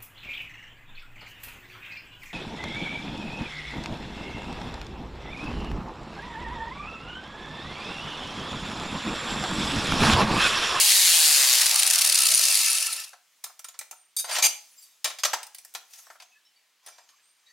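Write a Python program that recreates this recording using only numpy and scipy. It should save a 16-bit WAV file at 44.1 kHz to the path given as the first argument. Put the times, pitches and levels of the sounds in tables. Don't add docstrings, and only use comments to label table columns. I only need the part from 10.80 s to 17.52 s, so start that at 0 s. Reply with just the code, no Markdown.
import sys
import numpy as np
from scipy import signal
from scipy.fft import rfft, irfft, next_fast_len
from scipy.io import wavfile
from scipy.ndimage import uniform_filter1d, map_coordinates

SR = 44100
rng = np.random.default_rng(int(sys.argv[2]) if len(sys.argv) > 2 else 0)


def log_audio(samples):
    frames = np.atleast_2d(samples).T
    limited = np.clip(frames, -1, 1)
    pcm = np.round(limited * 32767).astype(np.int16)
    wavfile.write(sys.argv[1], SR, pcm)


def attenuation_scalar(level_db):
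    decades = np.asarray(level_db, float) / 20
    return 10 ** decades


N = 296352


def unit(x):
    return x / np.sqrt(np.mean(x ** 2) + 1e-20)


def along(points, hz):
    f, v = np.transpose(points)
    return np.interp(np.log(hz + 1), np.log(f + 1), v)


def curves(rows):
    s, *cols = np.transpose(rows)
    return [np.interp(np.arange(N) / SR, s, c) for c in cols]


def wobble(rate):
    knots = rng.standard_normal(int(N * rate / SR) + 4)
    return map_coordinates(knots, [np.arange(N) * rate / SR])


def filtered(x, response):
    m = next_fast_len(N + SR // 4, real=True)
    return irfft(rfft(x, m) * response(np.fft.rfftfreq(m, 1 / SR)), m)[..., :N]


def modes(table):
    def response(f):
        total = 0
        for k, (center, width, db) in enumerate(table):
            total = total + (-1) ** k * attenuation_scalar(db) * 1j * f * width / (center * center - f * f + 1j * f * width)
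        return total
    return response


# (frequency [Hz], likeness [0 to 1])
LIKENESS = [(60, .99), (550, .995), (1650, .96), (4970, .8), (15000, .7)]


def widened(pair, gain):
    def mid_and_side(hz):
        angle = np.arccos(np.clip(along(LIKENESS, hz), -1, 1)) / 2
        return gain(hz) * np.array([np.cos(angle), np.sin(angle)])
    mid, side = filtered(pair, mid_and_side)
    return np.array([mid + side, mid - side])


def rush(gain, patchy_db):
    z = signal.stft(rng.standard_normal((2, N)), nperseg=512)[2]
    patches = uniform_filter1d(rng.standard_normal(z.shape[1:]), size=5, axis=0)
    patches = uniform_filter1d(patches, size=10, axis=1)
    noise = signal.istft(z * attenuation_scalar(patchy_db * unit(patches)), nperseg=512)[1][:, :N]
    return unit(widened(noise, gain))


# (time [s], level [dB])
COAST = [(0, -16.5), (.72, -17.5), (.9, -22.5), (1.15, -24.5), (1.45, -23.5), (1.7, -21), (1.95, -24),
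         (2.1, -31), (2.22, -37.5), (2.3, -52.5), (2.45, -82.5)]
# (center [s], level [dB], half length [ms],
# guard ring [dB])
RATTLE = [(0.6887, -18, 1.8, -5), (0.6984, -16.1, 2, -6), (0.7051, -19.5, 2, -6.5),
          (0.7137, -21, 2.5, -4.5), (0.7294, -16.5, 1.2, -8.5), (0.7365, -13, 1.4, 2),
          (0.755, -16.5, 4.9, -3), (0.7862, -17.5, 2.2, -7), (0.7989, -19.5, 2.4, -13.5),
          (0.8168, -13.5, 6.4, -4), (0.8339, -18.5, 1.9, -10.5), (0.8502, -19.5, 2.1, -3.5),
          (0.8602, -12.5, 1.2, -7.5), (0.866, -13, 2.6, -3), (0.8785, -18.5, 1.5, -8),
          (0.8956, -14.5, 1.8, -7.5), (0.9132, -11, 3.1, -5.5), (0.9262, -26.5, 2.7, -11),
          (0.9355, -22, 1.6, -8), (0.9445, -16.5, 1.3, 2.5), (0.96, -13, 3, -3), (0.9758, -22.5, 1.3, -7),
          (0.984, -20.5, 1.7, -5), (0.9964, -16.5, 8.2, -2), (1.0242, -15.5, 2.3, 0),
          (1.034, -12.5, 3.1, -8.5), (1.0494, -24, 1.47, -10.5), (1.0666, -17, 2.6, -0.5),
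          (1.0773, -14.5, 3.8, -4.5), (1.1025, -15.1, 2.4, -0.1), (1.1107, -13, 3.7, -5.5),
          (1.1259, -19.5, 1.7, -5.5), (1.137, -13.5, 5, -7), (1.1488, -16, 2.34, -2),
          (1.159, -14, 3.5, -9.5), (1.1819, -17, 1.2, 0), (1.191, -15.5, 5.6, -3), (1.2117, -16, 2.6, -2.5),
          (1.22, -12, 5, -5.5), (1.2385, -25, 1.42, -4), (1.249, -14, 4.8, -2.5), (1.2635, -17, 4.5, -1),
          (1.275, -14.5, 4.1, -0.5), (1.291, -21, 1.5, -1.5), (1.299, -13.5, 2.84, 2),
          (1.3264, -14.5, 4.1, -2), (1.347, -14, 2.1, -1), (1.357, -14, 3.7, -2.5),
          (1.378, -14, 3.2, -9), (1.39, -14, 4.6, -4), (1.4067, -16.5, 4.1, 1),
               (1.4213, -15.5, 4.0, -5), (1.4362, -18, 3.9, 5), (1.457, -16, 5.1, 0.3),
               (1.4693, -13.5, 3.8, -4), (1.4884, -14, 3.6, -8), (1.506, -18, 3.3, -4),
               (1.521, -14.5, 5.6, 1), (1.5404, -12.5, 2.7, -9), (1.548, -21, 2.2, 6),
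               (1.5568, -15, 3.1, 2), (1.5673, -19, 1.5, -7.5), (1.578, -14.5, 3.6, 0),
               (1.595, -14, 2.9, -6), (1.615, -17, 3.7, 0.5), (1.64, -13.5, 4.3, -12),
               (1.655, -12, 1.4, -4), (1.6854, -12.5, 1.5, -12), (1.7053, -22, 3.2, -6),
               (1.7128, -21, 3.3, -5), (1.7263, -19, 2.9, -1), (1.745, -14, 2.3, -2),
               (1.7545, -13.5, 2.0, 1), (1.774, -13, 1.9, -1), (1.7924, -18.5, 2.4, -5),
               (1.8054, -20, 3.0, -4), (1.815, -18.5, 2.7, -2), (1.834, -19, 1.7, 0),
               (1.8469, -18.5, 3.8, -11), (1.863, -18.5, 2.3, 1), (1.884, -16, 1.5, -2.5),
               (1.904, -23, 5.4, 5), (1.9167, -19, 2.0, -4), (1.9315, -19.5, 2.5, -2),
               (1.9518, -20, 4.2, -5.5), (1.9746, -25, 3.5, 2), (1.985, -19.5, 1.6, -4.5),
               (2.0084, -22.5, 2.0, 2), (2.0274, -23, 4, 1), (2.067, -21.5, 6.5, -1),
               (2.133, -28, 8.2, 2.5), (2.1675, -31, 4.3, -5), (2.202, -31, 4.9, -9),
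               (2.2441, -33.5, 7.1, -7), (2.2826, -44.5, 2.5, -4), (2.2937, -42, 2.0, -11.5)]
# (frequency [Hz], level [dB per Hz])
GEARS_FAST = [(880, -49.5), (1500, -13), (1660, -9.5), (2800, -1.5), (3550, -2), (4330, 2.5), (5940, -2),
              (7100, 0.5), (8200, -3), (9500, -3), (11800, -4), (14000, -13), (16000, -12.5)]
# (frequency [Hz], level [dB per Hz])
GEARS_SLOW = [(880, -61), (1500, -23.5), (2410, -8.5), (2610, -9), (3150, -10), (4640, -3), (7840, -6),
              (9560, -6), (10800, -9.5), (12600, -11), (13900, -17), (16000, -21.5)]
# (frequency [Hz], level [dB per Hz])
CASING = [(59, -85.5), (100, -54), (233, -37.5), (413, -32), (605, -13.5), (794, -9.5), (1180, -6.5),
          (1700, -8), (2600, -10.5), (3380, -31.5), (5720, -120)]
# (frequency [Hz], width [Hz], level [dB])
HOUSING = [(620, 180, -7), (1334, 110, -0.5), (1760, 63.8, -0.5), (2664, 270, 2.5)]


def grinder():
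    t, hiss_db = np.arange(N) / SR, curves(COAST)[0]
    sinking_db = np.minimum(hiss_db + 24.5, 0)

    shaft_hz = np.maximum((219.5 + 80) * np.exp(-0.541 * t) - 80, 0)
    turns = 2 * np.pi * np.cumsum(shaft_hz) / SR
    throb = attenuation_scalar(0.61 * wobble(400) + 0.31 * wobble(30))
    beat = attenuation_scalar(3 * np.clip((0.85 - t) / 0.15, 0.3, 1) * np.cos(turns - 1.2))

    clash, clang, near = np.zeros(N), np.zeros(N), np.arange(-800, 800)
    for s, db, half_ms, ring_db in RATTLE:
        bump = attenuation_scalar(2 * db - 7.5) * np.exp(-(near / SR * 1000 / half_ms) ** 2 / 0.53)
        clash[round(s * SR) + near] += bump
        clang[round(s * SR) + near] += attenuation_scalar(2 * ring_db) * bump
    chatter = attenuation_scalar(1.2 * np.clip(wobble(1600), 0, 1.7) ** 2 + 0.5 * wobble(500))

    slow = np.clip((t - 0.6) / 0.96, 0, 1)
    fast_hiss = rush(lambda hz: attenuation_scalar(along(GEARS_FAST, hz)), patchy_db=1.52)
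    slow_hiss = rush(lambda hz: attenuation_scalar(along(GEARS_SLOW, hz)), patchy_db=1.52)
    hiss = np.sqrt(1 - slow) * fast_hiss + np.sqrt(slow) * slow_hiss
    hiss = hiss + (beat - 1) * filtered(hiss, lambda hz: 1 / (1 + (4540 / (hz + 1)) ** 6))

    guard_hz = 9400 + 110 * t
    guard_db = -9.5 + 1 * (t > 1) - 25.5 * np.exp(-((t - 1) / 0.29) ** 2) + 0.9 * sinking_db
    swing = rush(lambda hz: 1 / (1 + (hz / 520) ** 2), patchy_db=1)
    guard = np.sqrt(2) * swing * np.sin(2 * np.pi * np.cumsum(guard_hz) / SR)

    hum_db = -42.5 + 7.5 * np.clip((t - 0.38) / 0.65, 0, 1) + 0.69 * sinking_db
    hum = np.sqrt(throb) * rush(lambda hz: attenuation_scalar(along(CASING, hz)), patchy_db=2.0)
    housing = rush(lambda hz: np.abs(modes(HOUSING)(hz)) ** 2, patchy_db=4.0)
    housing_gain = slow * attenuation_scalar(-1.5 + 0.45 * np.minimum(hiss_db + 36, 0))
    hum = hum * attenuation_scalar(0.5 - 12.5 * slow) + housing_gain * housing

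    steady = attenuation_scalar(hiss_db - 1.0) * throb
    gears = np.hypot(steady, np.sqrt(clash) * chatter) * hiss
    gears = gears + np.hypot(steady * beat * attenuation_scalar(guard_db), np.sqrt(clang * chatter)) * guard
    running = t < COAST[-1][0]
    return running * (gears + attenuation_scalar(hum_db + 1.5) * (hum + whine(shaft_hz, turns)))


# (multiple of shaft speed, level over the casing hum [dB])
SHAFT_ORDERS = [(2, 2), (2.6, 1), (3, 5), (4, 6), (5, 4), (6, 0), (7, 1), (8, 1), (9, 3)]


def whine(shaft_hz, turns):
    run = slice(0, 2 * SR)
    speed = shaft_hz[run]
    angle = (turns + 0.055 * wobble(25))[run]
    tones = 0
    for k, db in SHAFT_ORDERS:
        hz = k * speed
        vents = 1 / (1 + (330 / hz) ** 4) / (1 + (hz / 1000) ** 4)
        tones = tones + attenuation_scalar(db + along(CASING, hz) + 2.6 * wobble(14)[run]) * vents * np.sin(k * angle)
    fade = ((speed - shaft_hz[2 * SR]) / shaft_hz[0]) ** 0.75
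    return np.pad(tones * fade * attenuation_scalar(3.5), (0, N - 2 * SR))


BLADE_HZ = [2360, 3500, 3770, 4680, 5000, 5780, 6420, 7450, 8880, 9430, 10250, 11800, 12420, 13700]
# (width [Hz], level [dB] while clamped, pried loose, dragged out, turned over, set down, knocked home)
BLADE_GRIPS = [(32.1, 6, -21.5, -3.5, -18.5, 0, -6.5), (66, -27, -14, -23.5, -24, -19, -16),
               (35.06, -22, -7.5, -22.5, -14, 2.5, -20.5), (50, -13, -1.5, -3, 5, -22, -7),
               (52.8, -9, -14, -9, -7, 0, -4.5), (55.06, 6, -19, -4.5, -16, -4.5, -5.5),
               (80, 8, -3.5, -0.5, -4, -2, -2.5), (39, 8, -13.5, -4, 5, -10.5, -5.5),
               (40.3, 10.5, 8, 0, -9.5, -10.5, -6.5), (25, -23, -15.5, -10, -5, -22, -22),
               (35, -22, -5.5, -11.5, -2, -8.5, -13), (35, -18, -5.5, -11, -10, -11, -9),
               (40, -22, -12, -11.5, -9, -22.5, -14), (45, -21.5, -19, -16, -1.5, -17, -19)]
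GRIP_CHANGES = [3.3, 3.46, 3.85, 4.15, 4.36]
GRIP_WIDENS = [1.2, .7, 1.5, .8, .55, .9]
# (frequency [Hz], width [Hz], level [dB])
BENCH = [(691, 246, 2.5), (1102, 210, 1), (1328, 83, 4), (1850, 510, -4.5)]


def contact(scrape, thud, fizz, ring, snap):
    steel = rush(lambda hz: 1 / (1 + (1700 / (hz + 1)) ** 4) / (1 + (hz / 7000) ** 4), patchy_db=2)
    grit = rush(lambda hz: 1 / (1 + (5500 / (hz + 1)) ** 6) / (1 + (hz / 10000) ** 3), patchy_db=5.0)
    bright = rush(lambda hz: 1 / (1 + (9000 / (hz + 1)) ** 4), patchy_db=-2.0)
    force = rush(lambda hz: 1 + 0 * hz, patchy_db=2.5)

    bench = filtered(thud * force, lambda hz: modes(BENCH)(hz) * (1j * hz / (1j * hz + 400)) ** 2)
    grip = np.searchsorted(GRIP_CHANGES, np.arange(N) / SR)
    blade = 0
    for k, widens in enumerate(GRIP_WIDENS):
        width_and_db = np.array(BLADE_GRIPS)[:, [0, 1 + k]] * [widens, 1]
        blade = blade + filtered((grip == k) * ring * force, modes(np.c_[BLADE_HZ, width_and_db]))
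    return snap * bright + scrape * steel + fizz * grit + attenuation_scalar(23.0) * bench + attenuation_scalar(22.5) * blade


def bursts(starts, gains, rise, t60s):
    env, t = np.zeros((gains.shape[1], N + SR)), np.arange(SR // 6) / SR
    for s, gain, t60 in zip(starts, gains, t60s):
        shape = (1 - np.exp(-t / rise)) * attenuation_scalar(-60 * t / t60)
        env[:, round(s * SR):][:, :len(t)] += np.outer(gain, shape)
    return env[:, :N]


# (time [s], peak [dB], thud [dB], fizz [dB])
LOOSEN = [(2.3312, -40, -2, -14), (2.639, -35, -13, 7.5), (2.641, -29, -18, 8), (2.6616, -40.5, -8.5, -18),
          (2.696, -49.5, 0, -8), (2.7926, -36.5, -11, 9), (2.844, -28.5, -19, 2), (2.885, -32.5, -18, 0),
          (2.942, -42.5, -10, -23.5), (2.99, -31.5, -12.5, 13), (3.011, -32, -10.5, -6),
          (3.111, -33, -13.5, 9), (3.124, -45, -2, -2)]
# (time [s], peak [dB], thud [dB], fizz [dB])
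LIFT = [(3.365, -33.5, -21, 18.5), (3.3857, -32.5, -29, 14.5), (3.396, -33, -19, 9), (3.442, -30, -7, -12),
        (3.4938, -43.5, -9, -9), (3.51, -29.5, -10, -1), (3.527, -31, -20, 1.5), (3.548, -34, -13, -12),
        (3.5834, -20.5, -8.5, -6)]
# (time [s], peak [dB], thud [dB], fizz [dB])
SEAT = [(4.244, -12, -17.5, 0), (4.254, -20.5, -10.5, -15.5), (4.275, -27, -14.5, -19.5),
        (4.3, -29, -10, -17), (4.386, -27.5, -18.5, -8.5), (4.3955, -34.5, -20, -9),
        (4.4345, -12.5, -11, -7.5), (4.449, -14.5, -12, -4.5), (4.452, -20.5, -10.5, -3.5),
        (4.482, -35.5, -8, -13), (4.5324, -16.5, -4, -5), (4.536, -24.5, -9, -6), (4.586, -42, -5, -13)]
# (time [s], peak [dB], thud [dB], fizz [dB])
TIGHTEN = [(4.630, -29, -26, 0.5), (4.6674, -41, -10, 9), (4.7472, -34.5, -26, 6.5),
           (4.784, -36.5, -22, 4.5), (4.849, -48.5, -5.5, 17.5), (4.939, -45, -13, 13),
           (4.949, -20, -11, -8.5), (5.108, -53.5, -25, 6), (5.135, -40.5, -38, 3), (5.188, -45, -17, 2),
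           (5.2674, -52, -1, -8), (5.301, -42.5, -1, -12), (5.354, -67.5, 18, -8),
           (5.4002, -37, -15.5, -32), (5.4214, -38.5, -13, -6), (6.0624, -38, -16, 3.5),
           (6.073, -40.5, -11, -8), (6.0847, -47, -3, 10), (6.1818, -46.5, -9, -21),
           (6.289, -48.5, -16, -21.5)]
RING_DB = [-21, -1, -3, -13]
# (time to die by 60 dB [s], crack [dB])
TOUCH = [
    (0.05, -2.5),
    (0.096, -7),
    (0.052, -0.5),
    (0.05, 2.5),
]


def knocks():
    force = 0
    for table, ring_db, (t60, crack_db) in zip((LOOSEN, LIFT, SEAT, TIGHTEN), RING_DB, TOUCH):
        s, db, thud_db, fizz_db = np.transpose(table)
        ringing_db = ring_db + np.maximum(fizz_db, 0)
        snap_db = 7 + np.maximum(fizz_db, -6)
        gains = attenuation_scalar(db - 8.0 + np.array([0 * db, thud_db, fizz_db, ringing_db, snap_db])).T
        t60s = np.clip(t60 * attenuation_scalar(-0.17 * fizz_db), 0.02, 0.09)
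        force = force + bursts(s, gains * [1, 1, 1, 1, 0], 0.001, t60s)
        force = force + attenuation_scalar(crack_db) * bursts(s, gains, 0.0002, 0.0031 + 0 * s)
    return force


# (start [s], peak time [s], end [s], peak [dB], thud [dB])
DRAGS = [
    (3.47, 3.495, 3.55, -31.5, -10),
    (3.498, 3.565, 3.61, -22, -18),
]
# (start [s], peak time [s], end [s], peak [dB], thud [dB])
CLANK = [
    (3.6217, 3.631, 3.6724, -21.5, -18.5),
]
# (start [s], peak time [s], end [s], peak [dB], thud [dB])
RUBS = [
    (3.95, 3.985, 4.4, -65, -27),
    (4.004, 4.025, 4.1, -64.5, -32),
    (5.076, 5.148, 5.37, -54, -15.5),
]
# (start [s], peak time [s], end [s], peak [dB], thud [dB])
FUMBLES = [
    (6.025, 6.075, 6.25, -58.5, -9),
    (6.151, 6.299, 6.6, -68, -16.5),
    (6.573, 6.712, 6.75, -67, -14.5),
]
# (fall to its ends [dB], fizz [dB], blade ring [dB])
STROKE = [
    (21.8, -9.5, -14.5),
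    (0.4006, 1.5, 1.5),
    (15.4, 8, -6),
    (13, -10, 3),
]


def slides():
    force = np.zeros((5, N))
    for table, (fall_db, fizz_db, ring_db) in zip((DRAGS, CLANK, RUBS, FUMBLES), STROKE):
        for start, peak, end, db, thud_db in table:
            n = np.arange(round(start * SR), min(round(end * SR), N))
            touch = np.clip(np.minimum(n / SR - start, end - n / SR) / 0.003, 0, 1)
            swell = touch * attenuation_scalar(db - fall_db * np.interp(n / SR, [start, peak, end], [1, 0, 1]))
            force[:4, n] += np.outer(attenuation_scalar([0, thud_db, fizz_db, ring_db]), swell)
    return force * attenuation_scalar(0.78 * wobble(300) + 0.76 * wobble(76) - 4.5)


# (time [s], length [s], start pitch [Hz], end pitch [Hz], level [dB])
SQUEAKS = [(2.329, 0.027, 690, 718, -56), (3.161, 0.17, 8850, 8800, -66), (3.992, 0.065, 13600, 13600, -64),
           (4.016, 0.051, 10200, 10050, -59), (5.655, .1, 3020, 3060, -75), (5.769, 0.059, 2320, 2290, -75),
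           (6.096, 0.13, 5760, 5800, -66), (6.31, 0.075, 1133, 1187, -72), (6.382, 0.043, 1693, 1730, -75),
           (3.91, 0.061, 10400, 10400, -64), (3.973, 0.052, 7440, 7500, -59.5),
           (3.975, 0.064, 4960, 4960, -64), (4.023, 0.045, 4660, 4670, -57),
           (3.965, .04, 14500, 14400, -66), (4.02, .04, 15100, 15000, -67), (4.02, .04, 8280, 8300, -62.5),
           (4.04, 0.14, 3700, 3670, -73.5), (5.418, 0.14, 6380, 6470, -67.5),
           (5.516, 0.085, 2590, 2555, -66.5), (5.552, 0.06, 1720, 1720, -66.5),
           (5.65, 0.041, 5400, 5460, -67), (5.651, 0.029, 3900, 3910, -71),
           (5.758, 0.045, 4600, 4500, -68.5), (6.282, 0.051, 6520, 6640, -71),
           (6.423, 0.069, 7980, 8730, -73), (6.441, 0.19, 8740, 8780, -71), (6.662, 0.047, 3870, 3870, -66),
           (6.667, 0.068, 4470, 4520, -69.5), (6.672, 0.11, 1924, 1850, -70.5)]


def squeaks():
    out, drift = np.zeros(N + SR), np.pad(1.1 * wobble(200), (0, SR))
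    for s, length, start_hz, end_hz, db in SQUEAKS:
        u = np.linspace(0, 1, round(length * SR))
        swell = np.sqrt(u * np.e * 4 * np.exp(-4 * u)) * np.sqrt(1 - u)
        at = slice(round(s * SR), round(s * SR) + len(u))
        angle = 2 * np.pi * np.cumsum(start_hz + (end_hz - start_hz) * u) / SR
        out[at] += attenuation_scalar(db) * swell * np.sin(angle + drift[at])
    return attenuation_scalar(7.0 + 2.5 * wobble(120)) * out[:N]


# (frequency [Hz], time to die by 60 dB [s])
SHED = [(400, 0.34), (3000, 0.37), (12000, 0.27)]


def shed(x):
    hz, t, z = signal.stft(rng.standard_normal((2, SR // 2)), SR, nperseg=256)
    tail = signal.istft(z * attenuation_scalar(-60 * t / along(SHED, hz)[:, None]), SR, nperseg=256)[1]
    late = np.pad(x.mean(axis=0), (200, 0))[None]
    wet = signal.fftconvolve(late, tail / np.linalg.norm(tail[0]), axes=1)[:, :N]
    return widened(wet * attenuation_scalar([[0], [4]]), lambda hz: 1)


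# (time [s], level [dB])
RUSTLE = [(2.3, -68.5), (2.6, -66), (3.3, -70), (3.85, -56.5), (4.2, -69), (4.9, -62), (5.5, -69.5),
          (6.0, -72.5), (6.72, -71.5)]
# (frequency [Hz], level [dB per Hz])
FAR_MACHINES = [(24, -72), (40, -43.5), (232, -19.5), (267, -21.5), (1190, -10.5), (1550, -11.5),
                (1780, -8.5), (3140, -8), (5000, -11), (6500, -41), (11000, -120)]
# (frequency [Hz], level [dB per Hz])
HISS = [(1500, -32.5), (3000, -10), (6000, 4), (10000, -1.5), (16000, -6)]


def air():
    rustle_db, = curves(RUSTLE)
    far_db = -69 + 0.28 * (rustle_db - rustle_db.mean())
    far = attenuation_scalar(far_db) * rush(lambda hz: attenuation_scalar(along(FAR_MACHINES, hz)), patchy_db=1.3)
    return far + attenuation_scalar(rustle_db) * rush(lambda hz: attenuation_scalar(along(HISS, hz)), patchy_db=0.8)


# (time [s], left minus right [dB])
LEAN = [(0, 1), (1.7, 1.3), (2.6, .5), (3.2, -1), (3.7, .9), (4.6, .3), (5.2, 1.3), (5.7, 0), (6.72, 0)]


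def scene():
    tool = grinder()
    hands = contact(*(knocks() + slides())) + squeaks()
    lean = curves(LEAN)[0] / 2
    near = (tool + hands) * attenuation_scalar([lean, -lean]) + shed(attenuation_scalar(-15) * tool + attenuation_scalar(-8.0) * hands)
    near = near / (1 + np.abs(near / 0.8) ** 6) ** (1 / 6)
    return filtered(near, lambda hz: (1j * hz / (1j * hz + 200)) ** 2) + air()


def low_pass(x):
    return signal.sosfilt(signal.butter(12, 16520, fs=SR, output="sos"), x)


def record(dry):
    mix = filtered(dry, lambda hz: 1 / (1 + (hz / 15930) ** 300))
    return low_pass(mix)


dry = scene()
out = record(dry)
log_audio(out)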